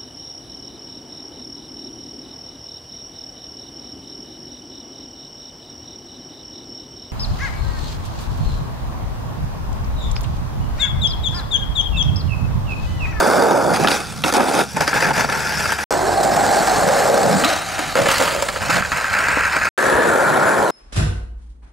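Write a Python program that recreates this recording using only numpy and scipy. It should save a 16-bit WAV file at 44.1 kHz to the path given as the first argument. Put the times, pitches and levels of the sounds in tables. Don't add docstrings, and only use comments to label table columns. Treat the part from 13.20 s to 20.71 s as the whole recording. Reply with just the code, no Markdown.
import sys
import numpy as np
from scipy import signal
from scipy.fft import rfft, irfft, next_fast_len
from scipy.io import wavfile
from scipy.ndimage import uniform_filter1d, map_coordinates

SR = 44100
rng = np.random.default_rng(int(sys.argv[2]) if len(sys.argv) > 2 else 0)


def wrap_up_sound(samples):
    columns = np.atleast_2d(samples).T
    tamed = np.clip(columns, -1, 1)
    steps = np.round(tamed * 32767).astype(np.int16)
    wavfile.write(sys.argv[1], SR, steps)


def natural_amplitude(level_db):
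    exponent = np.asarray(level_db, float) / 20
    return 10 ** exponent


N = 331054

# start_s, end_s
GAPS = [(2.6405, 2.7068), (6.4898, 6.5775)]
STAGES = [0, .535, 1.5, 2.68, 4.235, 4.752, 5.4, 6.53, 8]


def unit(x):
    return x / np.sqrt(np.mean(x ** 2) + 1e-20)


def along(points, hz):
    f, v = np.transpose(points)
    return np.interp(np.log(hz + 1), np.log(f + 1), v)


def curves(rows):
    s, *cols = np.transpose(rows)
    return [np.interp(np.arange(N) / SR, s, c) for c in cols]


def wobble(rate):
    knots = rng.standard_normal(int(N * rate / SR) + 4)
    return map_coordinates(knots, [np.arange(N) * rate / SR])


def response(spectrum, size=4096):
    level_db = np.maximum(along(spectrum, np.fft.rfftfreq(size, 1 / SR)), -70)
    cepstrum = irfft(np.log(natural_amplitude(level_db)))
    cepstrum[1:size // 2] *= 2
    cepstrum[size // 2 + 1:] = 0
    h = irfft(np.exp(rfft(cepstrum)))
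    return h / np.linalg.norm(h)


def ring(force, colours, borders=STAGES):
    out = np.zeros((2, N + 4096))
    for a, b, colour in zip(borders, borders[1:], colours):
        first, last = round(a * SR), round(b * SR)
        piece = signal.fftconvolve(force[:, first:last], response(colour)[None], axes=1)
        out[:, first:][:, :piece.shape[1]] += piece
    return out[:, :N]


def grit(per_second, spread_db, t60):
    count = int(per_second * N / SR)
    sizes = natural_amplitude(spread_db * rng.standard_normal(count))
    stones = np.bincount(rng.integers(0, N, count), sizes, N)
    return unit(signal.lfilter([1], [1, -natural_amplitude(-60 / (t60 * SR))], stones))


def patchy(depth_db):
    z = signal.stft(rng.standard_normal((2, N)), nperseg=512)[2]
    over_pitch = uniform_filter1d(rng.standard_normal(z.shape[1:]), size=4, axis=0)
    field = unit(uniform_filter1d(over_pitch, size=5, axis=1))
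    return unit(signal.istft(z * natural_amplitude(depth_db * field), nperseg=512)[1][:, :N])


# time_s, strength_db, deck_weight_db
RIDES = [
    [(0, -18.5, -5.5), (.2, -20.5, 0), (.37, -22.5, 5), (.43, -29.5, 6), (.52, -24, 3.5), (.56, -27, 0),
     (.597, -35, 7.5)],
    [(2.07, -41.5, 12), (2.1, -28.5, 5), (2.3, -27, -2), (2.46, -26.5, -2.5), (2.53, -28, -5),
     (2.575, -34, 1), (2.6, -28, -6.5), (2.645, -31, 0)],
    [(2.7, -24, -4.5), (2.8, -31, 2.5), (3.1, -26.5, 2.5), (3.33, -23, -3), (3.45, -23.5, -6),
     (3.66, -23.5, -0.5), (3.8, -21, -5), (3.95, -25, 3), (4.12, -23.5, -1.5), (4.225, -24.5, -10)],
    [(5.932, -23.5, -2), (6.1, -21, 1), (6.28, -21, -7), (6.31, -31, -5), (6.33, -20.5, -8.5),
     (6.37, -20.5, 13), (6.405, -31, -15), (6.42, -22.5, -6.5), (6.495, -27, 1)],
    [(6.57, -21, -8), (6.65, -18, -7), (6.8, -19, 2), (7.06, -19, -2), (7.18, -20.5, 2), (7.3, -17, -0.5),
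     (7.51, -29, 10)],
]
# start_s, length_s, first_db, last_db, deck_weight_db
SCRAPES = [(0.596, 0.061, -30.5, -26, 4), (0.682, 0.051, -24.5, -23, -7.5), (0.736, 0.17, -24, -46, -7.5),
           (1.039, 0.062, -26.5, -26, -5.5), (1.143, 0.08, -22, -29.5, 2), (1.212, 0.08, -27, -35.5, 1),
           (1.255, 0.09, -30, -29, 3.5), (1.341, 0.07, -27.5, -21, 1), (1.545, 0.036, -40, -37, 6),
           (1.562, 0.044, -24, -32.5, 5.5), (1.605, 0.078, -17.5, -39, 4.5), (1.67, 0.052, -28, -29, 1),
           (1.736, 0.044, -24.5, -18.5, 3), (1.802, 0.047, -22, -21, 2), (1.863, 0.054, -24.5, -29, 9),
           (1.93, 0.035, -30.5, -20, -2.5), (1.975, 0.039, -20, -19.5, 3.5), (2.027, 0.03, -29.5, -28.5, 4),
           (4.247, 0.097, -21, -25, 2.5), (4.353, 0.088, -25.5, -37.5, -1), (4.486, 0.071, -33, -30, -8),
           (4.58, 0.14, -28, -34.5, -3), (4.762, 0.04, -24, -23, 3), (4.812, 0.051, -24.5, -31, 1),
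           (4.853, 0.031, -25, -24, 1.5), (4.884, 0.096, -23, -24, -17), (5, 0.16, -19.5, -32, -6),
           (5.145, 0.13, -29.5, -41, -3.5), (5.416, 0.061, -27, -30, 1), (5.497, 0.05, -22, -19.5, 0.5),
           (5.56, 0.049, -20.5, -27, 6), (5.725, 0.12, -25, -30.5, 0), (5.854, 0.13, -27.5, -26, -10)]
PER_WEIGHT = [1, 0.69, -0.035, -0.085]
# rumble_db, deck_db, trucks_db
SHARE = [(-11.5, 6, -8.5), (-15, 4.5, -2.5), (-13.5, -3.5, -5.5), (-9, 9, -4.5), (-30, -1, -5.5),
         (-18, 2.5, -3.5), (-12, -6.5, -5.5), (-30.5, -11, -16), (-15, 1.5, -15)]
IDLE = [(-40.5, -43.5, -43, -39.5), (-45.5, -36.5, -34.5, -36)]


def shaking():
    touch_s, lift_s = 0.00049, 0.015
    settle_s = 5.68
    t, power = np.arange(N) / SR, np.zeros((4, N))
    scrapes = [[(s, first_db, weight_db), (s + length, last_db, weight_db)]
               for s, length, first_db, last_db, weight_db in SCRAPES]
    for rows in RIDES + scrapes:
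        s, db, weight_db = np.transpose(rows)
        span = slice(round(s[0] * SR), round(s[-1] * SR) + SR // 10)
        u = t[span]
        build_up = 1 - np.exp(-np.abs(u - s[0]) / touch_s)
        let_go = np.exp(-np.maximum(u - s[-1], 0) / lift_s)
        level_db = np.interp(u, s, db) + np.outer(PER_WEIGHT, np.interp(u, s, weight_db))
        power[:, span] += (build_up * let_go * natural_amplitude(level_db)) ** 2
    stage = np.searchsorted(sorted(STAGES + [settle_s]), t, side="right") - 1
    share = natural_amplitude(np.insert(np.transpose(SHARE), 2, 0, axis=0))[:, stage]
    idle = natural_amplitude(np.transpose(IDLE))[:, (t > GAPS[0][1]).astype(int)]
    return 10 * np.log10(power * share ** 2 + idle ** 2)


# frequency_hz, level_db_per_hz
DECK = [
    [(110, -40), (180, -13), (433, -7.5), (478, -3.5), (953, -8.5), (1100, -36), (1430, -16), (2420, -120)],
    [(110, -40.5), (180, -2.5), (464, 0.5), (633, -2.5), (788, 5), (1100, -11), (1430, -33), (2420, -120)],
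    [(110, -13.5), (180, -15.5), (294, -7), (450, -1), (620, -2.5), (760, -1), (883, 4.5), (1000, -3.5),
     (1150, -8), (1430, -53), (2420, -120)],
    [(110, -25), (180, -18), (380, -1), (520, -6.5), (760, 1.5), (1100, -15), (2420, -120)],
    [(110, -48), (180, -11), (313, -7), (378, -4.5), (536, -4), (700, 5.5), (790, 5.5), (930, -9),
     (1100, -20), (1430, -57), (2420, -120)],
    [(110, -31.5), (180, -10.5), (348, -12), (548, 3.5), (680, -0.5), (790, 2), (940, -15), (1100, -43),
     (1430, -42), (2420, -120)],
    [(110, -52), (180, -9), (318, -1.5), (440, -8), (782, 7.5), (1100, -31), (1430, -45), (2420, -120)],
    [(110, -43), (180, -10), (351, -10), (450, -6), (570, 2.5), (720, -5.5), (900, -10), (1100, -9),
     (1430, -54), (2420, -120)],
    [(110, -16.5), (180, -4.5), (221, -16), (269, -17.5), (430, -4.5), (530, 2.5), (650, 3), (1100, 0),
     (1430, -32), (2420, -120)],
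    [(110, -28), (250, -8.5), (520, 2), (780, -6), (1000, -5), (1430, -36), (2420, -120)],
    [(110, -28), (180, -10), (443, 2.5), (482, -2.5), (528, 5.5), (578, 2.5), (1100, -1), (1430, -63),
     (2420, -120)],
]
# frequency_hz, level_db_per_hz
WHEELS = [
    [(590, -60.5), (1000, -14.5), (1470, -8.5), (1970, -28), (2130, -23.5), (3200, -36.5), (4160, -62),
     (7040, -120)],
    [(590, -30), (1000, -15), (1100, -1.5), (1400, 6), (1910, -7), (2600, -2.5), (3200, -43), (4160, -45),
     (7040, -120)],
    [(590, -38.5), (1000, -11.5), (1170, -9), (1400, 3), (1520, 3), (1690, 5), (1900, -4.5), (2600, -5.5),
     (3200, -22.5), (4160, -38), (7040, -120)],
    [(590, -16.5), (1000, 1), (1400, 0), (1580, 3), (1800, -3.5), (2920, -15), (3200, -17), (4160, -21),
     (7040, -120)],
    [(590, -36), (1000, -5), (1100, -14.5), (1180, -3), (1630, -5.5), (3200, -13), (4160, -40),
     (7040, -120)],
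    [(590, -13.5), (1000, -1.5), (1100, -8.5), (1220, 0), (2110, -6), (3200, -11.5), (4160, -41.5),
     (7040, -120)],
    [(590, -21.5), (1000, -7.5), (1150, -9.5), (1350, -0.5), (1450, -1.5), (1580, 1.5), (1800, -4),
     (2200, -8), (2600, -7.5), (3200, -38.5), (4160, -56), (7040, -120)],
    [(590, -48), (1000, -8.5), (1300, -2.5), (1500, -5.5), (1700, 1.5), (2050, -15.5), (2600, -18.5),
     (3200, -31.5), (4160, -26), (7040, -120)],
    [(590, -45), (1000, -15), (1400, 3.5), (1550, -1.5), (1750, -3.5), (2050, -14.5), (2320, -14),
     (2600, -21), (3200, -39), (4160, -33), (7040, -120)],
]
# frequency_hz, level_db_per_hz
TRUCKS = [
    [(1760, -59), (3000, -32), (3430, -4), (3750, -6.5), (4050, -17.5), (4410, -4.5), (4830, -1.5),
     (5560, -7), (7940, -10), (9800, -12), (14800, -23.5), (16000, -26)],
    [(1760, -6), (3000, -4.5), (3570, 1), (4110, -5), (4600, 1.5), (5920, -1.5), (7100, -5), (9870, -6),
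     (14500, -20), (16000, -24)],
    [(1760, -23.5), (3000, -11), (3480, -7), (4140, -12), (4800, -2.5), (5920, -5), (6480, -11),
     (7050, -9.5), (9140, -15), (10100, -14.5), (14900, -24.5), (16000, -33)],
    [(1760, -24.5), (3000, -11), (4200, 1), (6480, -3.5), (7400, 0.5), (8280, -1), (9800, -10), (11100, -9),
     (13400, -16.5), (15100, -15), (16000, -32)],
    [(1760, -39), (3000, -29), (3430, -22), (3700, -0.5), (3970, -1.5), (4860, -8), (6950, -8),
     (8580, -10.5), (9400, -13.5), (12900, -20.5), (16000, -30)],
    [(1760, -7), (3000, -2), (3400, -2), (4630, 2), (5710, -5.5), (7350, -1), (10400, -9.5), (14400, -17.5),
     (16000, -19)],
    [(1760, -8), (3000, 0.5), (3480, -7), (4080, -1.5), (5180, -2), (5880, -7.5), (6950, -2), (9530, -10),
     (10500, -17.5), (12800, -15.5), (16000, -24)],
    [(1760, -34.5), (3000, -2.5), (4170, -3.5), (5070, -7), (5440, -8), (7670, -2.5), (9330, -10.5),
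     (10500, -4), (12100, -16.5), (14200, -15.5), (16000, -23)],
]
COARSE = [0.97, 1.02, 0.86, 0.91, 0.85, 1.04, 1.23, 1.03]


def board():
    arrive_s, crouch_s = 2.96, 3.62
    nearer_s, rougher_s = 6.86, 6.98
    roll_patch_db = 0.8
    _, deck_db, wheels_db, trucks_db = shaking()
    stage = np.searchsorted(STAGES, np.arange(N) / SR, side="right") - 1
    stones = grit(400, spread_db=4, t60=0.012) * np.array(COARSE)[stage]
    bumps_db = 0.6 * wobble(50)
    throb_db = 1.0 * np.sin(2 * np.pi * np.cumsum(82 + 8 * wobble(16)) / SR)
    on_deck, on_wheels, on_trucks, wood = blows()
    deck = natural_amplitude(deck_db + bumps_db + throb_db) * unit(1 + 0.33 * stones) + on_deck
    wheels = natural_amplitude(wheels_db + bumps_db) * unit(1 + 0.32 * stones) + on_wheels
    trucks = natural_amplitude(trucks_db + bumps_db) * unit(1 + 0.5 * stones) + on_trucks
    deck_borders = sorted(STAGES + [arrive_s, crouch_s, rougher_s])
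    deck_roar = ring(deck * patchy(roll_patch_db), DECK, deck_borders)
    wheel_roar = ring(wheels * patchy(roll_patch_db), WHEELS, sorted(STAGES + [nearer_s]))
    truck_rattle = ring(trucks * patchy(depth_db=2.5), TRUCKS)
    return deck_roar + wheel_roar + truck_rattle + wood * [[1], [0]]


# frequency_hz, level_db_per_hz
RUMBLE = [(53, -32), (90, -7), (145, 8), (230, 2), (300, -13), (510, -120)]
# start_s, level_db
THUMPS = [(.495, -23), (.605, -28), (1.039, -24), (1.54, -33), (2.03, -35), (4.805, -25), (6.165, -43)]


def ground_rumble():
    s, db = np.transpose(THUMPS)[:, :, None]
    age = np.maximum(np.arange(N) / SR - s, 0) / 0.01
    thumps = np.sum(natural_amplitude(db) * age * np.exp(1 - age), axis=0)
    lumps = natural_amplitude(shaking()[0] + 2.5 * wobble(9))
    return (lumps + thumps) * ring(patchy(depth_db=1.5), [RUMBLE], borders=[0, N / SR])


# time_s, level_db
WIND = [(0.0, -39), (0.29, -55), (0.4, -43.5), (2.23, -44.5), (2.55, -37.5), (3.72, -39), (6.35, -38),
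        (6.6, -38), (7.5, -41)]
# frequency_hz, level_db_per_hz
GUSTS = [(13, -41), (22, -16), (54, -10), (100, 1), (130, -28), (220, -120)]


def wind():
    strength = natural_amplitude(curves(WIND)[0] - 5.0)
    return strength * ring(patchy(depth_db=4.0), [GUSTS], borders=[0, N / SR])


# time_s, pitch_hz, level_db
DRONE = [
    [(0.3, 70.3, -43), (0.52, 65.2, -48), (0.7, 73.2, -42.5), (1.32, 67.8, -48.5), (2.64, 70, -41.5)],
    [(2.71, 48.2, -37), (4.22, 49.36, -44), (4.46, 54.6, -52), (4.68, 51.6, -42), (5.45, 58.4, -42)],
    [(5.7, 65.1, -52), (6.11, 68, -35), (6.236, 65.3, -40.5), (6.49, 74.7, -48)],
]


def drone():
    hz, db = curves(np.vstack(DRONE))
    phase = 2 * np.pi * np.cumsum(hz * (1 + 0.0281 * wobble(7.2))) / SR
    orders = 0
    for k, level_db in enumerate([2, -2, -5], start=1):
        orders = orders + natural_amplitude(level_db + 2.2 * wobble(6.5)) * np.sin(k * phase)
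    audible = np.arange(N) < GAPS[1][1] * SR
    return natural_amplitude(db) * orders * audible * [[1], [0.8]]


def struck(modes, t, chance):
    return sum(natural_amplitude(db + 1.5 * c - 60 * t / t60) * np.sin(2 * np.pi * hz * (1 + 0.03 * c) * t)
               for (hz, db, t60), c in zip(modes, chance))


def jolt(level_db, t60, rise_s, t):
    return natural_amplitude(level_db - 60 * t / t60) * (1 - np.exp(-t / rise_s))


# start_s, edge_hz, snap_db, deck_db, wheels_db, trucks_db
POPS = [(0.6728, 3680, -12.5, -7, 3.5, -4), (0.684, 3540, -18.5, 6, -8, -3),
        (.7155, 3750, -16.5, 2, -7, -9), (1.0382, 2710, -14, -7, -7.5, -17), (4.2374, 3340, -16, 0, 7, -3),
        (4.245, 3520, -18.5, -10, -1, 11), (4.788, 2600, -28, 21.5, 13.5, -4),
        (4.9965, 2420, -27.5, 11, 6, 1), (5.077, 3010, -27, 11.5, 11, -1)]
# start_s, wheels_db, deck_db, trucks_db
KNOCKS = [(0.5454, -20, 1, -3), (0.561, -20, -4, 1), (0.6453, -10, 1, -21), (1.0437, -25.5, 12, -11),
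          (1.06, -24, 10, 2), (1.079, -29, 11.5, 9), (1.1241, -19.5, 7, 5), (1.1379, -28.5, 17, 20.5),
          (1.167, -18, 10, -4), (1.18, -20, 11.5, -14.5), (1.195, -17.5, 10.5, -16),
          (1.204, -9.5, 6.5, -16), (1.228, -22, 10, -14), (1.5682, -26, 15.5, 2), (1.619, -18.5, 5.5, -1),
          (1.677, -12, 0, -2.5), (1.7302, -11.5, -5, -23), (1.823, -11, 0, -26), (1.884, -20, 6, -20),
          (1.907, -14.5, 3.5, -22), (1.764, -26, -10, -11), (1.852, -13.5, -9, -19), (2.044, -16, 4, -22),
          (2.0894, -16.5, -5, -27), (2.124, -15.5, -26, -5.5), (2.455, -16, -11, -15),
          (2.497, -21, -10, -13), (2.5205, -13.5, -3, 0.5), (2.5869, -16, -6, -12), (3.033, -24.5, 1, 9),
          (3.162, -29, -2.5, 10), (4.288, -29, -4, 10), (4.5904, -23, 4.5, 2), (4.7543, -13, 7.5, -2),
          (4.7732, -17, -1, -13), (4.859, -16, 3, -12), (4.868, -20, 9.5, -10), (4.888, -10, -6, -16),
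          (5.01, -22, 14, -11), (4.903, -15, -3, -4), (4.914, -17, 2, 8), (4.982, -29, -18, 17.5),
          (5.223, -20.5, 9.5, 10), (5.286, -15, -9.5, -4), (5.36, -18.5, -2, -13), (5.4923, -16, 1.5, -28),
          (5.505, -16, -16, -17), (5.5795, -25.5, 2.5, -19.5), (5.6232, -16, -20, -21),
          (5.6485, -18.5, -22, -21), (5.7179, -13, -11, -8), (5.7713, -22, -20, 6), (5.781, -21, -15, -19),
          (5.8426, -14.5, -17.5, -14), (5.932, -22, -20, -0.5), (5.949, -14.5, -13, -10.5),
          (5.988, -17, -14, -2), (6.084, -13, -8.5, -5), (6.169, -37.5, 24.5, -10), (6.3646, -19.5, -4, 1),
          (6.4129, -13.5, -16, -24), (6.469, -13, -15, -20)]
# pitch_hz, relative_db, t60_s
KNOCK = [(286, 1, 0.044), (542, 4, 0.049), (920, -1, 0.028)]
# low_db, middle_db, high_db
FREE = [(0, 0, 0), (0.5, -3, 3), (-3.5, -8, 8), (5, -3, 1), (4.5, -2, 9), (-7.5, 2.5, 1.5), (2.5, -2.5, -2),
        (0, 0, 0)]
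# edge_pitch_multiple, relative_db, t60_s
SNAP = [(.78, -4, .016), (1, 0, .024), (1.35, -5, .014)]
# pitch_hz, relative_db, t60_s
WHEEL_RING = [(1319, -4.5, 0.043), (1652, -7, 0.051)]
# frequency_hz, relative_db
CRACK = [(300, -33), (1200, -8.5), (3600, 6.5), (5800, 5), (9000, -21)]


def blows():
    knock_edge_hz, knock_snap_db = 4400, -25
    crack_db, crack_t60 = 0.5, 0.03
    out, t = np.zeros((4, N + SR)), np.arange(SR // 4) / SR
    rows = [(s, hz, db + deck, db + wheels, db, db + trucks)
            for s, hz, db, deck, wheels, trucks in POPS]
    rows += [(s, knock_edge_hz, db + deck, db, db + knock_snap_db, db + trucks)
             for s, db, deck, trucks in KNOCKS]
    chances = rng.standard_normal((len(rows), 8))
    for (s, edge_hz, deck_db, wheels_db, snap_db, trucks_db), chance in zip(rows, chances):
        deck = jolt(deck_db - 4.0, 0.025, 0.0018, t)
        wheels = jolt(wheels_db - 6.5, 0.045, 0.00038, t)
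        trucks = jolt(trucks_db - 8.5, 0.034, 0.000077, t)

        free = FREE[np.searchsorted(STAGES, s) - 1]
        body_modes = [(hz, db + free_db, t60) for (hz, db, t60), free_db in zip(KNOCK, free)]
        swell = 1 - np.exp(-t / 0.003)
        body = natural_amplitude(deck_db - 2) * swell * struck(body_modes, t, chance[:3])

        edge_modes = [(k * edge_hz, db, t60) for k, db, t60 in SNAP]
        chatter = 1 + 0.15 * np.sin(2 * np.pi * (190 + 30 * chance[0]) * t)
        edge = natural_amplitude(snap_db) * chatter * struck(edge_modes, t, chance[3:6])
        wheel = natural_amplitude(wheels_db) * struck(WHEEL_RING, t, chance[6:])

        burst = natural_amplitude(snap_db + crack_db - 60 * t / crack_t60) * rng.standard_normal(len(t))
        crack_colour = [(hz * edge_hz / knock_edge_hz, db) for hz, db in CRACK]
        crack = signal.fftconvolve(burst, response(crack_colour))[:len(t)]
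        wood = body + edge + wheel + crack
        out[:, round(s * SR):][:, :len(t)] += np.array([deck, wheels, trucks, wood])
    return out[:, :N]


# time_s, pitch_hz, level_db
FLEX = [(3.98, 170, -44), (4.06, 185, -22), (4.18, 237, -21), (4.26, 269, -23), (4.31, 290, -44)]


def flex():
    hz, db = curves(FLEX)
    phase = 2 * np.pi * np.cumsum(hz) / SR
    rough = wobble(170) * np.sin(phase) + wobble(170) * np.cos(phase)
    sounding = db > -44
    return natural_amplitude(db + 2 * wobble(25)) * rough * sounding * [[1], [0]]


# frequency_hz, lead_rad
LEAD = [(60, -0.9), (130, -1.1), (240, -1.2), (420, -1), (720, -0.88), (1150, -0.55), (1800, -0.5),
        (2700, -0.12), (4000, 0.02), (16000, 0.15)]


def ports(sound, alike, tilt):
    size = next_fast_len(N + SR // 2)
    hz = np.fft.rfftfreq(size, 1 / SR)
    shared, apart = rfft(sound, size)
    turn = np.arccos(np.clip(along(alike, hz), 0, 1)) / 2
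    skew = natural_amplitude(along(tilt, hz) / 2) * np.exp(0.5j * along(LEAD, hz))
    left = (np.cos(turn) * shared + np.sin(turn) * apart) * skew
    right = (np.cos(turn) * shared - np.sin(turn) * apart) / skew
    return irfft([left, right], size)[:, :N]


# frequency_hz, likeness_ratio
ALIKE = [
    [(60, .85), (130, .95), (240, .99), (720, .99), (1150, .89), (1800, .9), (2700, .85), (4000, .92),
     (6500, .97), (10000, .96), (14000, .84)],
    [(60, .5), (130, .85), (240, .98), (720, .97), (1800, .93), (4000, .98), (7000, .99), (10500, .56),
     (14000, .97)],
    [(60, .95), (420, .95), (720, .76), (1150, .7), (1800, .83), (2700, .75), (4000, .83), (6500, .77),
     (10000, .7), (14000, .28)],
]
# frequency_hz, tilt_db
TILT = [
    [(50, -4), (110, -2), (480, -1.5), (800, -1), (1250, 3), (1800, 3), (2700, -3), (3800, 1.5), (14000, 1)],
    [(50, -5), (240, -2), (480, 0), (1250, -0.1), (14000, 0.5)],
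    [(50, -2), (110, -3), (240, 0.5), (1250, 2), (14000, 1.5)],
]
# time_s, pan_db
PAN = [(0.0, -2), (0.6, -1.5), (2.23, 0.5), (2.86, -1.4), (4.4, 0.5), (5.0, -1), (6.43, 0), (7.5, -1)]


def scene():
    sound = board() + ground_rumble() + wind() + drone() + flex()
    take = np.searchsorted(np.mean(GAPS, axis=1), np.arange(N) / SR)
    heard = sum(ports(sound, alike, tilt) * (take == k)
                for k, (alike, tilt) in enumerate(zip(ALIKE, TILT)))
    half_pan_db = curves(PAN)[0] / 2
    return heard * natural_amplitude(3.5 + np.array([half_pan_db, -half_pan_db]))


def gain_control(x):
    power = signal.lfilter([1 / 300], [1, 1 / 300 - 1], np.mean(x ** 2, axis=0))
    level = np.sqrt(power + 1e-12)
    return x / (1 + (level / natural_amplitude(-13.0)) ** 2) ** 0.37


def top_cut(x):
    return signal.sosfilt(signal.butter(12, 17050, fs=SR, output="sos"), x)


def record(dry):
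    t = np.arange(N) / SR
    running = np.prod([(t < a) | (t > b) for a, b in GAPS], axis=0)
    tamed = gain_control(dry)
    soft = tamed / (1 + np.abs(tamed / 0.85) ** 6) ** (1 / 6)
    low_pass = signal.ellip(11, 0.5, 70, 15750, fs=SR, output="sos")
    mix = signal.sosfilt(low_pass, soft * running)
    return top_cut(mix)


dry = scene()
out = record(dry)
wrap_up_sound(out)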